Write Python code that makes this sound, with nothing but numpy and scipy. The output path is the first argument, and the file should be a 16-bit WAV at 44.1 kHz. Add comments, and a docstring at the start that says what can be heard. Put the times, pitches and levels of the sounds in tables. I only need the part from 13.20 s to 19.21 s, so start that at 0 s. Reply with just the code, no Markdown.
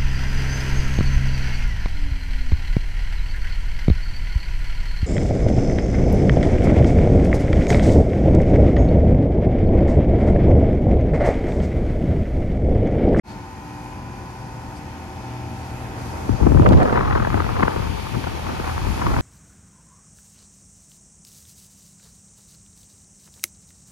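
"""First comes the steady rush and hum of an outdoor condenser unit, with mulch rustling underfoot.
Its fan, casing and compressor grow louder as a phone is carried closer. About three seconds in,
the phone dips into the air jet above the grille: eddies (swirls of air) thump and rasp on its two
microphone ports, chopped by the wakes of the fan blades. The phone's stereo mixing spreads each
port's wind to the other side, and a limiter holds down the peaks."""
import sys
import numpy as np
from scipy import signal
from scipy.fft import rfft, irfft
from scipy.io import wavfile
from scipy.ndimage import uniform_filter1d, minimum_filter1d

SR = 44100
rng = np.random.default_rng(int(sys.argv[2]) if len(sys.argv) > 2 else 0)


def generate_wav(sig):
    """Save sig (samples, or channels by samples) to the path in sys.argv[1] as 16-bit PCM at SR."""
    pcm = np.round(np.clip(np.atleast_2d(sig).T, -1, 1) * 32767).astype(np.int16)
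    wavfile.write(sys.argv[1], SR, pcm)


N = 264996
T = np.arange(N) / SR
FREQS = np.arange(N // 2 + 1) * SR / N
SHAFT_HZ, BLADE_HZ = 58.97, 40.25  # shaft turns and blade passes each second

# the fan from a few steps away, and over the grille: (frequency [Hz], level [dB])
FAN_FAR = [(25, -30), (45, -5.5), (90, -6.5), (200, -10), (330, -16), (560, -23), (900, -18.5),
           (1200, -23.5), (2400, -33), (2900, -40), (3800, -44.5), (6500, -43.5), (7500, -44),
           (10500, -47.5), (14200, -54.5)]
FAN_NEAR = [(25, -34), (45, -51), (90, -41), (350, -35), (600, -29), (900, -35), (1600, -30.5), (2300, -26),
            (4000, -32), (5500, -40), (7900, -43.5), (11000, -42.5), (13200, -48), (14200, -46)]
# how both sides hear the unit: (frequency [Hz], left minus right [dB], likeness [0-1], left lead [rad])
STEREO = [(60, 1.5, 0.92, 0), (313, 1.5, 1, 0.48), (560, 2, 0.32, 0.32), (840, 0, 1, 0.64),
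          (1160, 1.5, 0.54, 1.54), (1800, -2.5, 0.1, 0.76), (2580, -1, 0.07, 0.76), (3100, 6, 0.16, 0),
          (4500, 6.5, 0, 0), (6500, 4.5, 0, 0), (7900, 0.5, 0.04, 1.4), (9850, -2.5, 0.3, 0.2),
          (11100, -1, 1, 0), (12300, 2, 1, 0), (13700, 0, 0.25, 0)]
def fan_rush(near):
    """The fan churns air into broad noise; `near` (0-1) blends in its close-up sound."""
    pan_db, likeness, lead = look_up(STEREO, FREQS)
    likeness = np.clip(likeness, 0, 1)
    left, other = rfft(rng.standard_normal((2, N)))
    right = likeness * left * np.exp(-1j * lead) + np.sqrt(1 - likeness ** 2) * other
    pair = np.array([left * from_db(pan_db / 2), right / from_db(pan_db / 2)])
    far_gain, near_gain = (from_db(with_casing(table, FREQS)) for table in (FAN_FAR, FAN_NEAR))
    out, shared_swell = 0, drift(4.71)
    for centre_hz in 40 * 2. ** np.arange(10):  # each octave swells as the hand and the air move
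        band = pair * np.cos(np.pi / 2 * np.clip(np.log2((FREQS + 1) / centre_hz), -1, 1)) ** 2
        blend = (1 - near) * irfft(band * far_gain, N) + near * irfft(band * near_gain, N)
        out += blend * from_db(0.19 * shared_swell + 0.84 * drift(9))
    return out / rms(far_gain)


# where the casing and grille ring or swallow sound: (frequency [Hz], width [Hz], boost [dB])
RESONANCES = [(78.3, 8, -1), (115, 17, 2), (210, 4.3, -5.5), (254, 9.1, 3.5), (294, 35, 1.5), (352, 9.8, 4),
              (767, 57, 3), (942, 36, 6.5), (960, 19, 1.5), (1174, 24, -7), (850, 30, -3), (980, 20, -5),
              (2460, 190, 1), (2550, 31, 4.5), (3770, 290, -2), (5760, 200, 0), (4570, 300, 3),
              (5300, 830, 3.5), (6100, 200, 5.5), (6680, 310, 4)]
def with_casing(table, hz):
    """The casing adds narrow peaks and dips to the fan's levels, in dB."""
    return look_up(table, hz)[0] + sum(db / (1 + (2 * (hz - f) / w) ** 2) for f, w, db in RESONANCES)


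# the unit's hum: (pitch [Hz], level a few steps away [dB], at the rim [dB], over the grille [dB])
HUM_TONES = [(80.5, -50, -37, -38), (120.5, -44.5, -37, -46), (201, -48, -49, -55), (241.2, -56, -50, -57),
             (294.9, -48, -46, -53), (360.3, -51, -50, -56), (522.9, -59, -56, -62), (643.4, -62, -54, -60),
             (764, -62, -48, -57), (777, -51, -47, -52), (790.6, -60, -57, -62), (803.6, -58, -54, -60),
             (825.6, -58, -56, -62), (897.2, -52, -55, -58), (924, -59, -55, -58), (1017, -56, -62, -62),
             (1238.5, -61, -58, -62), (1298, -63, -59, -63), (1445, -64, -65, -66), (2655, -75, -70, -71),
             (2890, -77, -74, -74), (2241, -67, -70, -69), (5012.5, -76, -77, -77), (5131, -75, -77, -77),
             (6309, -77, -77, -72), (883.9, -48, -46.5, -46), (911, -58, -58, -50), (1003.1, -50, -59, -56),
             (1356, -67, -56, -60), (1415, -62, -64, -63), (1474.4, -61, -64, -64), (1768.5, -69, -69, -63),
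             (1887.3, -62, -68, -67), (2300, -69, -72, -69), (2358.5, -69, -71, -62),
             (2417.5, -68, -71, -69), (2477, -66, -73, -67), (2547, -70, -58.5, -62),
             (2533.6, -73, -65, -68), (2948.5, -76, -77, -70), (4009.4, -77, -79, -70),
             (4423, -82, -78, -68), (4481, -74, -79, -73), (4657.5, -77, -80, -69), (4716.5, -78, -76, -79),
             (5071.5, -76, -75, -75), (5249, -82, -77, -71), (5307, -78, -77, -73), (5484.5, -79, -77, -67),
             (5956, -79, -76, -71), (6252, -77, -78, -75), (6662, -79, -82, -78), (6841, -81, -77, -69)]
def machine_hum(near, arrival_s=(0.7, 2.7, 4.6), beat_hz=0.66):
    """Fan, motors and compressor hold steady tones, each wavering a little in pitch and level."""
    pitches, *levels_db = np.transpose(HUM_TONES)
    pan_db, _, lead = look_up(STEREO, pitches)
    start = rng.random(len(pitches))
    wavers = [drift(4) for _ in range(8)]
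    out = np.zeros((2, N))
    for k, hz in enumerate(pitches):
        angle = 2 * np.pi * (hz * T + start[k]) + (0.28 + hz / 3000) * wavers[(k + 3) % 8]
        level_db = np.interp(T, arrival_s, [db[k] for db in levels_db])
        size = np.sqrt(2) * from_db(level_db + (1.5 + min(hz / 1200, 2.2)) * wavers[k % 8])
        if k == 1:  # a slow throb stands for the third blade tone beating against the mains hum
            size *= (1 + 0.4 * np.cos(2 * np.pi * beat_hz * (T - 0.98))) * from_db(1.5 * drift(12))
        out += size * np.cos([angle, angle - lead[k]]) * from_db([[pan_db[k] / 2], [-pan_db[k] / 2]])
    return out + shaft_buzz(pitches) * from_db(6.9 * near)


def shaft_buzz(taken_hz):
    """The turning shaft adds faint tones at multiples of its speed, between the strong ones."""
    multiples = np.array([k for k in range(18, 125) if np.abs(taken_hz - k * SHAFT_HZ).min() > 10])
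    scatter, *starts = rng.standard_normal((len(multiples), 3)).T
    level_db = with_casing(FAN_FAR, multiples * SHAFT_HZ) - 38 + 1.5 * scatter
    pan_db = look_up(STEREO, multiples * SHAFT_HZ)[0]
    turn = np.linspace(0, 1, 4097)
    sides = []
    for sign, start in zip((1, -1), starts):
        waves = np.cos(2 * np.pi * (np.outer(multiples, turn) + start[:, None]))
        one_turn = from_db(level_db + sign * pan_db / 2) @ waves
        sides.append(np.interp(SHAFT_HZ * T % 1, turn, one_turn))
    return np.array(sides)


# wind on each port; the left one faces the jet: (time [s], rumble level [dB], rasp level [dB])
GUSTS_LEFT = [(2.3, -58, -54), (2.8, -42, -54), (3.0, -38, -35), (3.085, -26, -40), (3.098, -11.5, -46),
              (3.15, -10.5, -45), (3.175, -30, -35), (3.205, -30, -24.5), (3.219, -5, -27),
              (3.3, -10.5, -31), (3.37, -8.5, -16.5), (3.41, -10, -21), (3.445, -18, -12.5),
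              (3.49, -9.5, -16), (3.55, -13, -23), (3.58, -15.5, -18.5), (3.62, -21, -14.5),
              (3.7, -26, -17.5), (3.82, -22, -21.5), (3.95, -17.5, -20.5), (4.12, -16.5, -28),
              (4.29, -16, -27), (4.4, -21.5, -25), (4.45, -19, -24), (4.5, -26, -28), (4.55, -22.5, -28),
              (4.7, -21, -28), (4.8, -29.5, -33), (4.9, -27.5, -31.5), (4.96, -20, -27), (5.02, -31, -33),
              (5.1, -23, -29.5), (5.18, -29, -31), (5.27, -26.5, -29.5), (5.37, -26, -30.5),
              (5.46, -30, -27.5), (5.6, -24.5, -28.5), (5.7, -21.5, -28.5), (5.8, -25.5, -25.5),
              (5.87, -20.5, -24), (5.9, -24, -24), (6.0, -17.5, -27)]
GUSTS_RIGHT = [(2.3, -51, -50), (2.8, -47, -36), (3.0, -52, -34.5), (3.2, -36, -33), (3.36, -21, -29),
               (3.41, -6.5, -41), (3.45, -14, -18.5), (3.49, -11, -21), (3.52, -17, -34), (3.56, -6.5, -27),
               (3.6, -15, -14), (3.645, -29, -18), (3.67, -23, -21), (3.72, -22, -24.5), (3.95, -22.5, -38),
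               (4.25, -26, -34.5), (4.4, -29, -38), (5.1, -42, -41), (5.4, -30, -33), (5.748, -29.5, -51),
               (5.9, -18.5, -31), (6.0, -19, -28)]
# what the stereo mixing passes across: (frequency [Hz], level [dB], lag [rad])
LEFT_TO_RIGHT = [(60, -19, 1.1), (250, -10, 1.45), (345, -4.5, 1.52), (509, -3.5, 2.76), (707, 2, 3.63),
                 (880, -1.5, 4.66), (1010, -3.5, 5.06), (1310, -2, 5.18), (1430, -4.5, 4.85),
                 (1960, -12, 4.6), (3000, -11, 1.8)]
RIGHT_TO_LEFT = [(60, -9.5, 3.2), (203, -6.5, 1.8), (355, -6.5, 1.53), (480, -5.5, 5.8), (740, 0, 5.6),
                 (880, 0, 2.84), (1500, -5.5, 1.96), (2500, -7, 1.8), (5000, -27, 1.0)]
def air_jet():
    """The jet hits both microphones, which squash their biggest swings; each spills to the far side."""
    inside = np.clip((T - 2.2) / 0.75, 0, 1)
    left = 1.09 * np.tanh(inside * port_wind(GUSTS_LEFT, side=0) / 1.19)
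    right = np.tanh(inside * port_wind(GUSTS_RIGHT, side=1) / 1.155) + overload_ticks()
    return np.array([left + filtered(right, RIGHT_TO_LEFT), right + filtered(left, LEFT_TO_RIGHT)])


# the deep rumble, and the quicker flapping on top of it: (frequency [Hz], level [dB])
RUMBLE_COLOUR = [(25, -59), (45, 1.5), (85, 1), (130, -4), (200, -10), (350, -20.5), (600, -34),
                 (1000, -83), (5000, -95)]
FLAP_COLOUR = [(90, -3), (150, -0.5), (250, -1.5), (400, -8.5), (600, -23.5), (1000, -21), (5000, -90)]
# flapping peaks as the phone tips over the rim: (time [s], level against the rumble [dB])
FLAP_LEVELS = [(3.0, -18), (3.3, -15), (3.43, -12.5), (3.5, -1.5), (3.55, -11), (3.63, -3), (3.68, -1.5),
               (3.9, -12), (4.3, -12.5), (4.6, -8.5), (5.3, -4), (5.7, -17), (6.0, -4.5)]
# faster air makes smaller, brighter eddies: (time [s], brightness [0-1])
RASP_BRIGHTNESS = [(3.0, 0.54), (3.35, 0.01), (3.55, 0.09), (3.64, 0.21), (3.69, 0.5), (3.85, 0.62),
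                   (4.1, 0.74), (4.5, 0.53), (5.0, 0.58), (5.5, 0.72), (6.0, 0.62)]
def port_wind(gusts, side):
    """Wind on one port rumbles, flaps, rasps and snaps; blade wakes chop the flapping and the rasp."""
    rumble_db, rasp_db = follow(gusts)
    wake = np.cos(2 * np.pi * BLADE_HZ * T - 0.94 + 0.26 * drift(2.04))
    # the rumble is evened out to a steady low buffeting that follows the gusts
    rumble = even_out(filtered(noise(), RUMBLE_COLOUR), samples=1300, strength=0.24)
    rumble = normalise(rumble * from_db(2.2 * drift(22)))
    flap = normalise(filtered(noise(), FLAP_COLOUR) * from_db(4.5 * drift(28) + 2 * wake))
    flap *= from_db(follow(FLAP_LEVELS)[0])
    eddies = normalise(noise() * from_db(3 * wake + 1.4 * drift(16) + 2.4 * drift(70) + 1.8 * drift(300)))
    rasp = eddy_rasp(eddies, bright=follow(RASP_BRIGHTNESS)[0])
    return (rumble + flap) * from_db(rumble_db) + rasp * from_db(rasp_db) + eddy_snaps(side)


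# the rasp of big and of small eddies: (frequency [Hz], level [dB])
BIG_EDDIES = [(150, -11), (350, -2), (520, -0.5), (700, -9), (1000, -12), (1500, -34), (2500, -36.5),
              (9000, -78), (14000, -85)]
SMALL_EDDIES = [(200, -24), (400, -2.5), (620, -3), (850, -0.5), (1100, 0), (1500, -3.5), (2000, -11.5),
                (3000, -23.5), (5000, -31.5), (9000, -73), (14000, -85)]
def eddy_rasp(hiss, bright):
    """Big eddies sound dull and small ones bright; `bright` (0-1) blends the two."""
    hz = np.linspace(0, SR / 2, 2000)
    return sum(share * filtered(hiss, table) / rms(from_db(look_up(table, hz)[0]))
               for share, table in ((1 - bright, BIG_EDDIES), (bright, SMALL_EDDIES)))


# single eddies: (time [s], level [dB], length [ms], brightness [0-1], port [0 left, 1 right])
EDDY_HITS = [(3.093, -12, 1.9, 0, 0), (3.211, -17, 5.4, 0.06, 0), (3.23, -11, 3.3, 0.14, 0),
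             (3.267, -5, 10, 0.12, 0), (3.282, -23, 4, 0.1, 0), (3.319, -9.5, 3.9, 0.17, 0),
             (3.347, -10, 3.6, 0, 0), (3.372, -9, 4.7, 0.46, 0), (3.397, -4, 2, 0.09, 0),
             (3.421, -9.5, 3.4, 0.5, 1), (3.4601, -2.5, 7.6, 0.56, 1), (3.462, -6, 5.6, 0.41, 0),
             (3.472, -11, 3.9, 0.1, 1), (3.509, -12, 2.1, 0.17, 1), (3.509, -12, 4.3, 0, 0),
             (3.521, -5, 3.5, 0.27, 1), (3.528, -14, 6.7, 0.8, 1), (3.536, -7, 4.9, 0.3, 0),
             (3.547, -21, 3.3, 0, 1), (3.549, -13.5, 3.8, 0, 0), (3.571, -12, 11, 0.24, 1),
             (3.587, -26, 5, 0.2, 1), (3.599, -12, 6.6, 0.57, 1), (3.613, -9, 13, 0.42, 1),
             (3.63, -11, 2.5, 0.5, 1), (3.685, -15, 3.4, 0.7, 0), (3.696, -10, 3, 0.8, 1),
             (3.725, -8, 5.5, 0.55, 1), (3.756, -17, 7.1, 0.9, 0), (3.773, -9.5, 6.4, 0.58, 0),
             (3.79, -11, 5.1, 0.75, 0), (3.809, -6, 2.8, 0.6, 0), (3.831, -18, 4.7, 0.94, 0),
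             (3.848, -14.5, 4.4, 0.97, 0), (3.885, -17, 2.5, 0.8, 0), (3.908, -12.5, 6.4, 1, 0),
             (3.924, -13, 5.5, 0.93, 0), (3.951, -9.5, 10.5, 0.52, 0), (3.973, -14, 7.3, 0.9, 0),
             (3.998, -12.5, 8.1, 0.5, 0), (4.022, -14, 7, 0.7, 0), (4.048, -11.5, 4.7, 1, 0),
             (4.071, -8.5, 4.3, 0.66, 0), (4.102, -15, 3.6, 0.9, 0), (4.13, -18, 4.4, 0.9, 0),
             (4.142, -8.5, 5, 0.55, 0), (4.172, -13.5, 6.4, 0.54, 0), (4.203, -8, 2.7, 0.52, 0),
             (4.22, -17, 3.3, 0.8, 0), (4.243, -16, 2.3, 0.8, 0), (4.265, -13, 2.3, 0.94, 0),
             (4.291, -13.5, 2.9, 0.92, 0), (4.351, -26, 4.8, 0.7, 0), (4.406, -9, 2.5, 0.72, 0),
             (4.424, -10.5, 6.7, 0.72, 0), (4.4299, -4, 7, 0.54, 0), (4.463, -23, 3, 0.36, 0),
             (4.476, -22, 12, 1, 0), (4.4806, -5, 2.4, 0.8, 0), (4.518, -18, 2.8, 0.7, 0),
             (4.56, -14.5, 8.6, 0.43, 0), (5.04, -17, 3.4, 0.8, 0), (5.07, -14, 4, 0.58, 0),
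             (5.267, -19.5, 3.4, 0.83, 0), (5.399, -14.5, 3.3, 0.5, 0), (5.476, -15.5, 3.2, 0.63, 0),
             (5.579, -12, 2.5, 0.8, 0), (5.65, -19.5, 4, 0.83, 0), (5.777, -19, 2.2, 1, 0),
             (5.817, -17.5, 9, 0.84, 0), (5.866, -8, 3.5, 0.7, 0), (5.939, -16.5, 7.7, 0.75, 0),
             (5.965, -10, 3, 1, 0), (5.988, -14, 2.9, 0.65, 0)]
def eddy_snaps(side, dull_thump_db=9, bright_thump_db=-18.5):
    """An eddy hits with a burst of rasp and a thump that falls in pitch; big dull ones thump hardest."""
    dull, sharp = (even_out(eddy_rasp(noise(), b), samples=90, strength=0.57) for b in (0, 1))
    out = np.zeros(N)
    for when, db, ms, bright, port in EDDY_HITS:
        if port == side:
            span = slice(int(when * SR) - 300, int(when * SR) + 2000)
            t = T[span] - when
            bump = np.exp(-((t - ms / 2000) / (ms / 1800)) ** 4)
            burst = bump * ((1 - bright) * dull[span] + bright * sharp[span])
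            burst *= rms(bump) / rms(burst)
            age = np.maximum(t, 0)
            cycles = 110 * age + 1.78 * (1 - np.exp(-age / 0.0051))  # slides down to 110 Hz
            thump = np.sin(2 * np.pi * cycles) * np.exp(-age / 0.021)
            thump *= from_db((1 - bright) * dull_thump_db + bright * bright_thump_db)
            out[span] += from_db(db) * (0.75 * burst + thump)
    return filtered(out, [(1800, -1), (3000, -4), (6000, -20), (12000, -50)])


# thin crackles: (time [s], level [dB], half-length [ms], brightness [0-1])
CRACKLES = [(3.422, -33, 1.5, 0), (3.4895, -27.5, 2.2, 0.9), (3.524, -29, 1.1, .5), (3.532, -27, 1.6, .2),
            (3.573, -27, 2, 0), (3.603, -30.5, 1.2, 0.3), (3.6305, -28.5, 1.2, 0.8), (3.725, -29, 1, .3)]
def overload_ticks():
    """The strongest gust overdrives the right microphone, which gives tiny ticks."""
    hiss = noise()
    dull = sharp = 0
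    for when, db, ms, bright in CRACKLES:
        tick = hiss * from_db(db) * bell_curve(when + 0.001, ms)
        dull += (1 - bright) * tick
        sharp += bright * tick
    return (filtered(dull, [(1000, 0), (3000, 8), (5000, -1.5), (7000, -15), (12000, -30)])
            + filtered(sharp, [(1000, 10), (3000, 9), (9000, -1), (12000, -13)]))


# rustles underfoot: (time [s], level before panning [dB], half-length [ms], strongest frequency [Hz])
MULCH = [(.09, -52, 62, 4280), (.727, -55, 5, 2200), (1.11, -58, 12, 4500), (1.572, -52, 14, 4800),
         (1.575, -59, 22, 8500), (2.47, -57, 59, 4500), (2.89, -58, 40, 4500)]
def mulch_rustle():
    """Dry mulch shifts underfoot in short grainy hisses, mostly on the left."""
    out = 0
    for when, db, ms, hz in MULCH:
        colour = [(hz / 2.5, -30), (hz / 1.15, -9), (hz, 0),
                  (hz * 1.2, -9), (hz * 2.2, -20), (hz * 3, -40)]
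        grains = filtered(noise() * from_db(1.7 * drift(200)), colour)
        out += normalise(grains) * from_db(db) * bell_curve(when, ms)
    return out * from_db([[5], [-8]])


def from_db(db):
    return 10 ** (np.asarray(db) / 20)


def rms(x):
    return np.sqrt(np.mean(x ** 2))


def normalise(x):
    return x / rms(x)


def noise():
    return rng.standard_normal(N)


def bell_curve(when, ms):
    return np.exp(-((T - when) / (ms / 1000)) ** 2)


def follow(table):
    """A table's columns, joined up smoothly over time."""
    times, *columns = np.transpose(table)
    return [np.interp(T, times, column) for column in columns]


def look_up(table, hz):
    """A table's columns at these frequencies, with octaves evenly spaced."""
    freqs, *columns = np.transpose(table)
    return [np.interp(np.log(hz + 1), np.log(freqs), column) for column in columns]


def filtered(x, table):
    """Colour a sound by rows of (frequency [Hz], level [dB], optional lag [rad])."""
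    db, *lag = look_up(table, FREQS)
    return irfft(rfft(x) * from_db(db) * np.exp(-1j * sum(lag)), N)


def drift(rate):
    """A smooth random wobble of about size 1, with `rate` new values a second."""
    hold = int(SR / rate)
    steps = np.repeat(rng.standard_normal(N // hold + 1), hold)
    return normalise(uniform_filter1d(uniform_filter1d(steps, hold), hold)[:N])


def even_out(x, samples, strength):
    """Flatten the chance swells of a noise."""
    power = uniform_filter1d(normalise(x) ** 2, size=samples)
    return normalise(x / (power + 0.073) ** strength)


# the walk up to the unit: (time [s], fan gain [dB], share of the close-up sound [0-1])
APPROACH = [(0, -35.5, 0.19), (1.3, -35, 0.21), (2.4, -32.5, 0.28), (2.9, -29.5, 0.23), (3.3, -29, 0.22),
            (3.8, -33, 0.7), (4.3, -29, 0.8), (4.8, -29.5, 1), (5.3, -28, 0.77), (5.7, -26, 0.58),
            (6.01, -24, 0.46)]
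def scene():
    """Fan and hum draw near, joined by wind on the microphones and rustles underfoot."""
    fan_db, near = follow(APPROACH)
    return from_db(fan_db) * fan_rush(near) + machine_hum(near) + air_jet() + mulch_rustle()


def record(dry, ceiling=0.94, fade_s=(0.032, 0.094), top_hz=14080):
    """The phone turns down just ahead of each big peak, fades in and cuts the highest treble."""
    needed_gain = np.minimum(1, ceiling / (np.abs(dry).max(axis=0) + 1e-9))
    gain = uniform_filter1d(minimum_filter1d(needed_gain, size=601), size=301)
    fade_in = np.interp(T, fade_s, (0, 1)) ** 1.3
    treble_cut = signal.ellip(10, 0.2, 80, top_hz, fs=SR, output="sos")
    return signal.sosfilt(treble_cut, dry * gain * fade_in)


dry = scene()
out = record(dry)
generate_wav(out)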